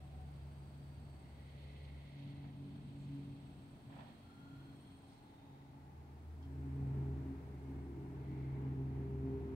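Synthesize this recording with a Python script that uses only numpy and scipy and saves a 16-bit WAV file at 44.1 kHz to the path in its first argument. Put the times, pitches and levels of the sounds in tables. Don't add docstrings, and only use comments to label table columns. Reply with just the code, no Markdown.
import sys
import numpy as np
from scipy import signal
from scipy.fft import rfft, irfft
from scipy.io import wavfile
from scipy.ndimage import map_coordinates

SR = 44100
rng = np.random.default_rng(int(sys.argv[2]) if len(sys.argv) > 2 else 0)


def to_wav(sig):
    pcm = np.clip(np.atleast_2d(sig), -1, 1) * 32767
    pcm = np.round(pcm).astype(np.int16)
    wavfile.write(sys.argv[1], SR, pcm.T)


N = 421155
T = np.arange(N) / SR
F = np.maximum(np.fft.rfftfreq(N, 1 / SR), 1)
RIGHT_LAG_S = 0.000444

# (time [s], wingbeat [Hz])
WINGBEAT_RATE = [(0, 141), (1.1, 140.5), (2.2, 140.5), (3.2, 140), (3.9, 138), (4.6, 137.5), (5.5, 138),
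                 (6.3, 136.5), (6.9, 135.5), (7.3, 135), (8, 135.6), (8.7, 134.2), (9.55, 133.2)]
# (time [s], level [dB])
FIRST_HARMONIC = [(0.0, -58), (0.65, -53.0), (1.1, -57.5), (1.3, -64), (1.5, -56), (2.0, -56.5), (2.2, -50),
                  (2.75, -55), (3.15, -47.5), (3.78, -68), (3.96, -55.5), (4.2, -77), (4.6, -53),
                  (5.0, -73.5), (5.65, -59.5), (6.3, -64.0), (6.75, -42), (7.02, -39.0), (7.42, -58.5),
                  (7.7, -49.5), (7.85, -55), (8.7, -40.5), (9.3, -46.5), (9.55, -54)]
# (time [s], level [dB])
SECOND_HARMONIC = [(0.0, -73.5), (2.08, -72.5), (2.25, -56.5), (2.9, -59.0), (3.18, -53.5), (3.7, -68.5),
                   (4.0, -60), (4.25, -69.0), (4.55, -58.5), (5.2, -68), (5.55, -59.5), (6.25, -74),
                   (6.75, -50), (7.0, -57.5), (7.3, -50.5), (7.5, -64.5), (7.72, -50.5), (8.15, -60.5),
                   (8.55, -54), (9.22, -47.5), (9.55, -54)]
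# (time [s], level [dB])
THIRD_HARMONIC = [(0.0, -84), (6.25, -80), (6.72, -69.0), (6.88, -58.5), (7.25, -63), (7.5, -67.5),
                  (8.03, -61.0), (8.55, -64.0), (9.35, -48), (9.55, -51.5)]
# (time [s], relative level [dB])
SWARM_ACTIVITY = [(0.0, -64.5), (0.9, -62.5), (2.05, -65), (2.3, -60), (3.1, -58.5), (4.2, -66), (4.6, -62),
                  (5.1, -67.5), (6.4, -66), (6.95, -54), (7.6, -62), (8.6, -55.5), (9.0, -57), (9.3, -55),
                  (9.55, -54.5)]
# (frequency [Hz], relative level [dB])
HUM_SPECTRUM = [(18, -42), (28, -18), (45, 1), (60, 4.5), (105, 11), (180, 6), (240, 4.5), (300, -7.5),
                (420, -41), (900, -63.5)]
# (frequency [Hz], relative level [dB])
BUZZ_SPECTRUM = [(50, -49.5), (200, -9.5), (290, 0.5), (350, -2), (440, -7), (540, -21.5), (660, -17),
                 (880, -13), (1150, -23), (2200, -28.5), (3200, -38), (8000, -77)]
# (time [s], level [dB])
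COLONY_LEVEL = [(0, -74), (3.6, -75.5), (4.6, -84), (6.2, -82), (6.9, -74), (8.5, -78.5), (9.55, -84)]
# (time [s], pitch [Hz], level [dB])
DRONE_SWELLS = [
    [(0, 73.5, -53.5), (.25, 73.2, -53), (.85, 73.1, -58.5), (1.6, 72.6, -56.5), (1.92, 72.5, -53),
     (2.1, 69.5, -60)],
    [(5.9, 76.7, -58.5), (6.59, 77.7, -48.5), (6.75, 75.3, -48.5), (7.24, 75.2, -46), (7.44, 73.5, -55),
     (7.8, 73.3, -48.5), (8.05, 72.5, -56), (8.35, 71.8, -51), (9.55, 74.3, -48)],
]
# (frequency [Hz], relative level [dB])
AIR_SPECTRUM = [(20, -14.5), (60, 5), (300, -2), (520, -7), (820, -2), (1150, -9), (1600, -12.5),
                (2200, -15.5), (3200, -22), (4200, -22.5), (6000, -27), (10000, -29.5), (15500, -31)]
# (frequency [Hz], width [Hz], relative level [dB])
RASP_RESONANCES = [(2130, 370, -1.5), (2590, 300, 1.5), (3200, 520, 2.5), (3820, 680, -3), (4360, 380, -2)]
# (frequency [Hz], relative level [dB])
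RUB_SPECTRUM = [(900, -13.5), (1800, -9), (2100, -4), (2900, -7), (4200, -8), (5200, -16), (7500, -21.5),
                (11000, -23.5), (15000, -50.5)]
# (peak time [s], spread [s], level [dB])
FRAME_STROKES = [(1.75, 0.31, -71.5), (2.225, 0.16, -71), (2.947, 0.64, -76), (4.078, 0.11, -75.5),
                 (8.35, 0.15, -80.5)]
# (start [s], end [s], level [dB])
TRILL_PHRASES = [(-.5, 4.35, -88), (4.8, 5.1, -82.5)]
# (start [s], end [s], start pitch [Hz], end pitch [Hz], width [Hz], level [dB])
INSECT_WHINES = [(-.4, 2.24, 8020, 8130, 80, -85), (2.6, 3.3, 7830, 8070, 110, -87),
                 (3.1, 4.3, 8100, 7960, 89.5, -85), (4.2, 5.4, 8000, 7850, 90, -89.5),
                 (6.1, 7.5, 7950, 8100, 70, -91.5), (7.4, 8.2, 8040, 8070, 70, -93),
                 (6.4, 8.83, 8670, 8760, 70, -100)]
# (start [s], end [s], start pitch [Hz], end pitch [Hz], width [Hz], level [dB])
TREE_WHISTLES = [(-.3, 0.406, 760, 738, 27, -67), (0.1, 1.8, 4720, 4420, 230, -84),
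                 (2.7, 3.8, 4380, 4600, 160, -93), (4, 5.4, 4300, 4120, 160, -82),
                 (5.15, 5.75, 3500, 3860, 290, -83), (1.15, 2.6, 2040, 2070, 260, -73),
                 (1.3, 2.5, 510, 590, 104, -72), (-1, 3.1, 3000, 2900, 90, -94),
                 (4, 5.2, 3280, 3260, 95, -79), (4.22, 4.78, 1360, 1450, 70, -70.5),
                 (4.95, 6.3, 830, 850, 110, -68.5), (5, 6.1, 2080, 1880, 200, -84),
                 (7.1, 8.3, 2170, 2150, 99, -83.5), (8.2, 8.7, 2100, 2130, 280, -72.5)]
# (start [s], end [s], pitch [Hz], level [dB])
WING_UNDERTONES = [(1.497, 2.05, 425, -72.5), (2.2, 3.504, 186.8, -62.5), (2.096, 3.4, 231, -67),
                   (3.595, 4.902, 227.7, -66.5), (4.1, 5.6, 90, -66), (4.3, 4.9, 181, -70),
                   (4.3, 4.9, 317.5, -74), (6.8, 9.9, 179, -63.5), (7.6, 8.151, 344, -59),
                   (7.8, 8.801, 310.6, -59.5), (8.302, 9.703, 222, -66), (8.7, 9.7, 353.7, -67.5)]
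# (time [s], level [dB], decay [s], relative level of the grit [dB])
FRAME_KNOCKS = [(2.439, -58.5, 0.033, -25), (3.895, -57.5, 0.025, -18), (3.92, -56, 0.042, -13),
                (3.958, -58, .04, -19), (3.986, -57.5, 0.094, -16), (4.068, -70, 0.055, -14)]
# (frequency [Hz], width [Hz], relative level [dB])
BOX_RESONANCES = [(175, 110, 11.5), (610, 250, 0.5), (780, 130, 4), (974, 110, 1.5), (1320, 330, -9),
                  (1790, 320, -6.5), (2460, 360, -13), (3300, 420, -12)]
# (peak time [s], spread [s], frequency [Hz], width [Hz], level [dB])
GLOVE_BRUSHES = [(3.018, .05, 7340, 2500, -83), (3.16, 0.16, 2010, 2500, -76.5),
                 (5.13, 0.064, 4180, 3000, -78.5), (7.704, 0.064, 1900, 1500, -83)]
# (time [s], decay [s], frequency [Hz], width [Hz], level [dB])
TICK_PARTS = [(6.425, 0.022, 4700, 2000, -75), (6.425, 0.033, 3160, 300, -74)]


def undb(db):
    return 10 ** (np.asarray(db) / 20)


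def unit(x):
    return x / np.sqrt(np.mean(x ** 2))


def curves(table):
    times, *columns = np.transpose(table)
    return [np.interp(T, times, column) for column in columns]


def held(start, end, fade_s):
    return np.exp(-np.abs(T - np.clip(T, start, end)) / fade_s)


def walk(rate):
    steps = rng.standard_normal(4096)
    coarse = map_coordinates(steps, [T[::32] * rate], order=3, mode="wrap")
    return np.interp(T, T[::32], coarse)


def colour(spectrum):
    hz, db = np.transpose(spectrum)
    return undb(np.interp(np.log(F), np.log(hz), db))


def band(hz, width):
    return (1 / (1 + 1j * (F / hz - hz / F) * hz / width)) ** 2


def ringing(resonances):
    return sum(undb(db) * np.abs(band(hz, width)) for hz, width, db in resonances)


def tone(hz, lag_s):
    cycles = np.cumsum(hz) / SR - hz * np.array([[0], [lag_s]])
    return np.sqrt(2) * np.sin(2 * np.pi * cycles)


def noise(gain, spread=0.75, split_hz=750, bass_spread=0.076):
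    common, left, right = rfft(rng.standard_normal((3, N)))
    treble = 1 / (1 + (split_hz / F) ** 4)
    scattered = np.clip(bass_spread + treble * spread, 0, 1)
    lag = np.exp(-2j * np.pi * F * RIGHT_LAG_S * treble)
    shared = np.sqrt(1 - scattered) * np.array([common, common * lag])
    separate = np.sqrt(scattered) * np.array([left, right])
    return unit(irfft((shared + separate) * gain, N))


def pan(db):
    return undb(np.array([[db], [-db]]) / 2)


def near_bee(flutter_db=1.1, overtone_flutter_db=2.5, jitter=0.00304, lag_s=0.00014, weak_db=-68):
    hz = curves(WINGBEAT_RATE)[0] * (1 + jitter * walk(20))
    levels = [curves(FIRST_HARMONIC)[0] - 0.05 + flutter_db * walk(16)]
    for table in (SECOND_HARMONIC, THIRD_HARMONIC):
        levels.append(curves(table)[0] + 0.5 + overtone_flutter_db * walk(15))
    gains = [undb(db) / np.sqrt(1 + undb(weak_db - db) ** 2) for db in levels]
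    out = sum(gain * tone(k * hz, lag_s) for k, gain in enumerate(gains, 1))
    for k in range(4, 9):
        rasp_db = -27 - 4 * (k - 4) + 2 * walk(9)
        out += gains[2] * undb(rasp_db) * tone(k * hz, lag_s)
    return out


def swarm(calm_buzz_db=-67.5, buzz_follows=0.76, stirred_s=5.9, stirring_s=0.8, stirred_db=8.5):
    hum_db = curves(SWARM_ACTIVITY)[0] + 4
    stirred = .5 + .5 * np.tanh((T - stirred_s) / stirring_s)
    buzz_db = calm_buzz_db + buzz_follows * (hum_db - hum_db.mean()) + stirred_db * stirred + walk(8)
    hum = undb(hum_db) * noise(colour(HUM_SPECTRUM))
    buzz = undb(buzz_db) * noise(colour(BUZZ_SPECTRUM), spread=0.67)
    return hum + buzz


def colony():
    return undb(curves(COLONY_LEVEL)[0]) * noise(band(hz=610, width=230))


def drone(flutter_db=1.5, fade_s=0.14, jitter=0.022):
    out = 0
    for swell in DRONE_SWELLS:
        hz, db = curves(swell)
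        gain = held(swell[0][0], swell[-1][0], fade_s) * undb(db + 0.1 + flutter_db * walk(18))
        out += gain * tone(hz * (1 + jitter * walk(20)), RIGHT_LAG_S)
    return out


def air(db=-66, sway_db=1.5):
    return undb(db - sway_db * walk(0.866)) * noise(colour(AIR_SPECTRUM), spread=0.94)


def rubbing(slide_db=-78, rest_db=-91, grain_db=1.13, hiss_db=-3):
    slide = undb(slide_db) * held(start=0, end=5.17, fade_s=0.77)
    strokes = [undb(db) * np.exp(-.5 * ((T - s) / spread) ** 2) for s, spread, db in FRAME_STROKES]
    friction = np.sqrt(undb(rest_db) ** 2 + slide ** 2 + sum(stroke ** 2 for stroke in strokes))
    grain = undb(grain_db * walk(60))
    rasp = noise(ringing(RASP_RESONANCES) + undb(hiss_db) * colour(RUB_SPECTRUM), spread=0.65)
    return friction * grain * rasp


def trill(chirps_per_s=19.1, sharpness=0.9, stagger=0.31, lower_db=-1, far_db=-100):
    phrases = [undb(db) * held(start, end, fade_s=0.2) for start, end, db in TRILL_PHRASES]
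    gain = np.hypot(np.max(phrases, axis=0), undb(far_db))
    cycle = chirps_per_s * T + .04 * walk(12)
    first = unit(np.exp(sharpness * np.cos(2 * np.pi * cycle)))
    second = unit(np.exp(sharpness * np.cos(2 * np.pi * (cycle - stagger))))
    upper = first * noise(band(hz=8740, width=240))
    lower = (.5 + .5 * second) * noise(band(hz=8490, width=130))
    return gain * unit(upper + undb(lower_db) * lower)


def whistles(notes):
    out = np.zeros((2, N))
    for start, end, start_hz, end_hz, width, db in notes:
        on = (T > start) & (T < end)
        progress = (T[on] - start) / (end - start)
        hz = start_hz + (end_hz - start_hz) * progress
        lowpass = signal.butter(2, width / 2, fs=SR, output="sos")
        slow = signal.sosfilt(lowpass, rng.standard_normal((6, N))[:, on])
        paths = slow[::2] + 1j * slow[1::2]
        direct = paths[0] * np.exp(-2j * np.pi * hz * np.array([[0], [RIGHT_LAG_S]]))
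        glide = np.exp(2j * np.pi * np.cumsum(hz) / SR)
        note = np.real((direct + paths[1:]) * glide)
        out[:, on] += undb(db) * unit(note) * np.sqrt(np.sin(np.pi * progress))
    return out


def wing_undertones(jitter=0.004, flutter_db=2, lag_s=0.00021):
    out = 0
    for start, end, hz, db in WING_UNDERTONES:
        progress = np.clip((T - start) / (end - start), 0, 1)
        arch = np.sqrt(np.abs(np.sin(np.pi * progress)))
        gain = undb(db + flutter_db * walk(8.3)) * arch
        out += gain * tone(hz * (1 + jitter * walk(9)), lag_s)
    return out


def knocks(rise_s=0.0027, grain_db=3, dull_hz=4200):
    wax = 1 / np.sqrt(1 + (F / dull_hz) ** 6)
    wood = noise(ringing(BOX_RESONANCES) * wax, spread=0.8)
    grit = noise(colour(RUB_SPECTRUM) * wax) * undb(grain_db * walk(300))
    out = 0
    for s, db, decay, grit_db in FRAME_KNOCKS:
        age = np.maximum(T - s, 0)
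        blow = (1 - np.exp(-age / rise_s)) * np.exp(-age / decay)
        out += undb(db) * blow * (wood + undb(grit_db) * grit)
    return out


def brushes():
    return sum(undb(db) * np.exp(-((T - s) / spread) ** 2) * noise(band(hz, width))
               for s, spread, hz, width, db in GLOVE_BRUSHES)


def tool_tick():
    return sum(undb(db) * (T > s) * np.exp(-np.abs(T - s) / decay) * noise(band(hz, width))
               for s, decay, hz, width, db in TICK_PARTS)


def scene():
    bees = near_bee() + drone() + swarm() * pan(db=1.3) + wing_undertones() + colony()
    work = knocks() * pan(db=-3.5) + (rubbing() + brushes()) * pan(db=-4) + tool_tick()
    insects = (whistles(INSECT_WHINES) + trill()) * pan(db=-6)
    trees = air() + whistles(TREE_WHISTLES) * pan(db=1.5)
    return bees + work + insects + trees


def record(dry, fade_s=0.004, top_hz=15750):
    fade = np.minimum(np.minimum(T, T[-1] - T) / fade_s, 1)
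    lowpass = signal.ellip(10, .2, 70, top_hz, fs=SR, output="sos")
    return signal.sosfilt(lowpass, dry * fade)


dry = scene()
out = record(dry)
to_wav(out)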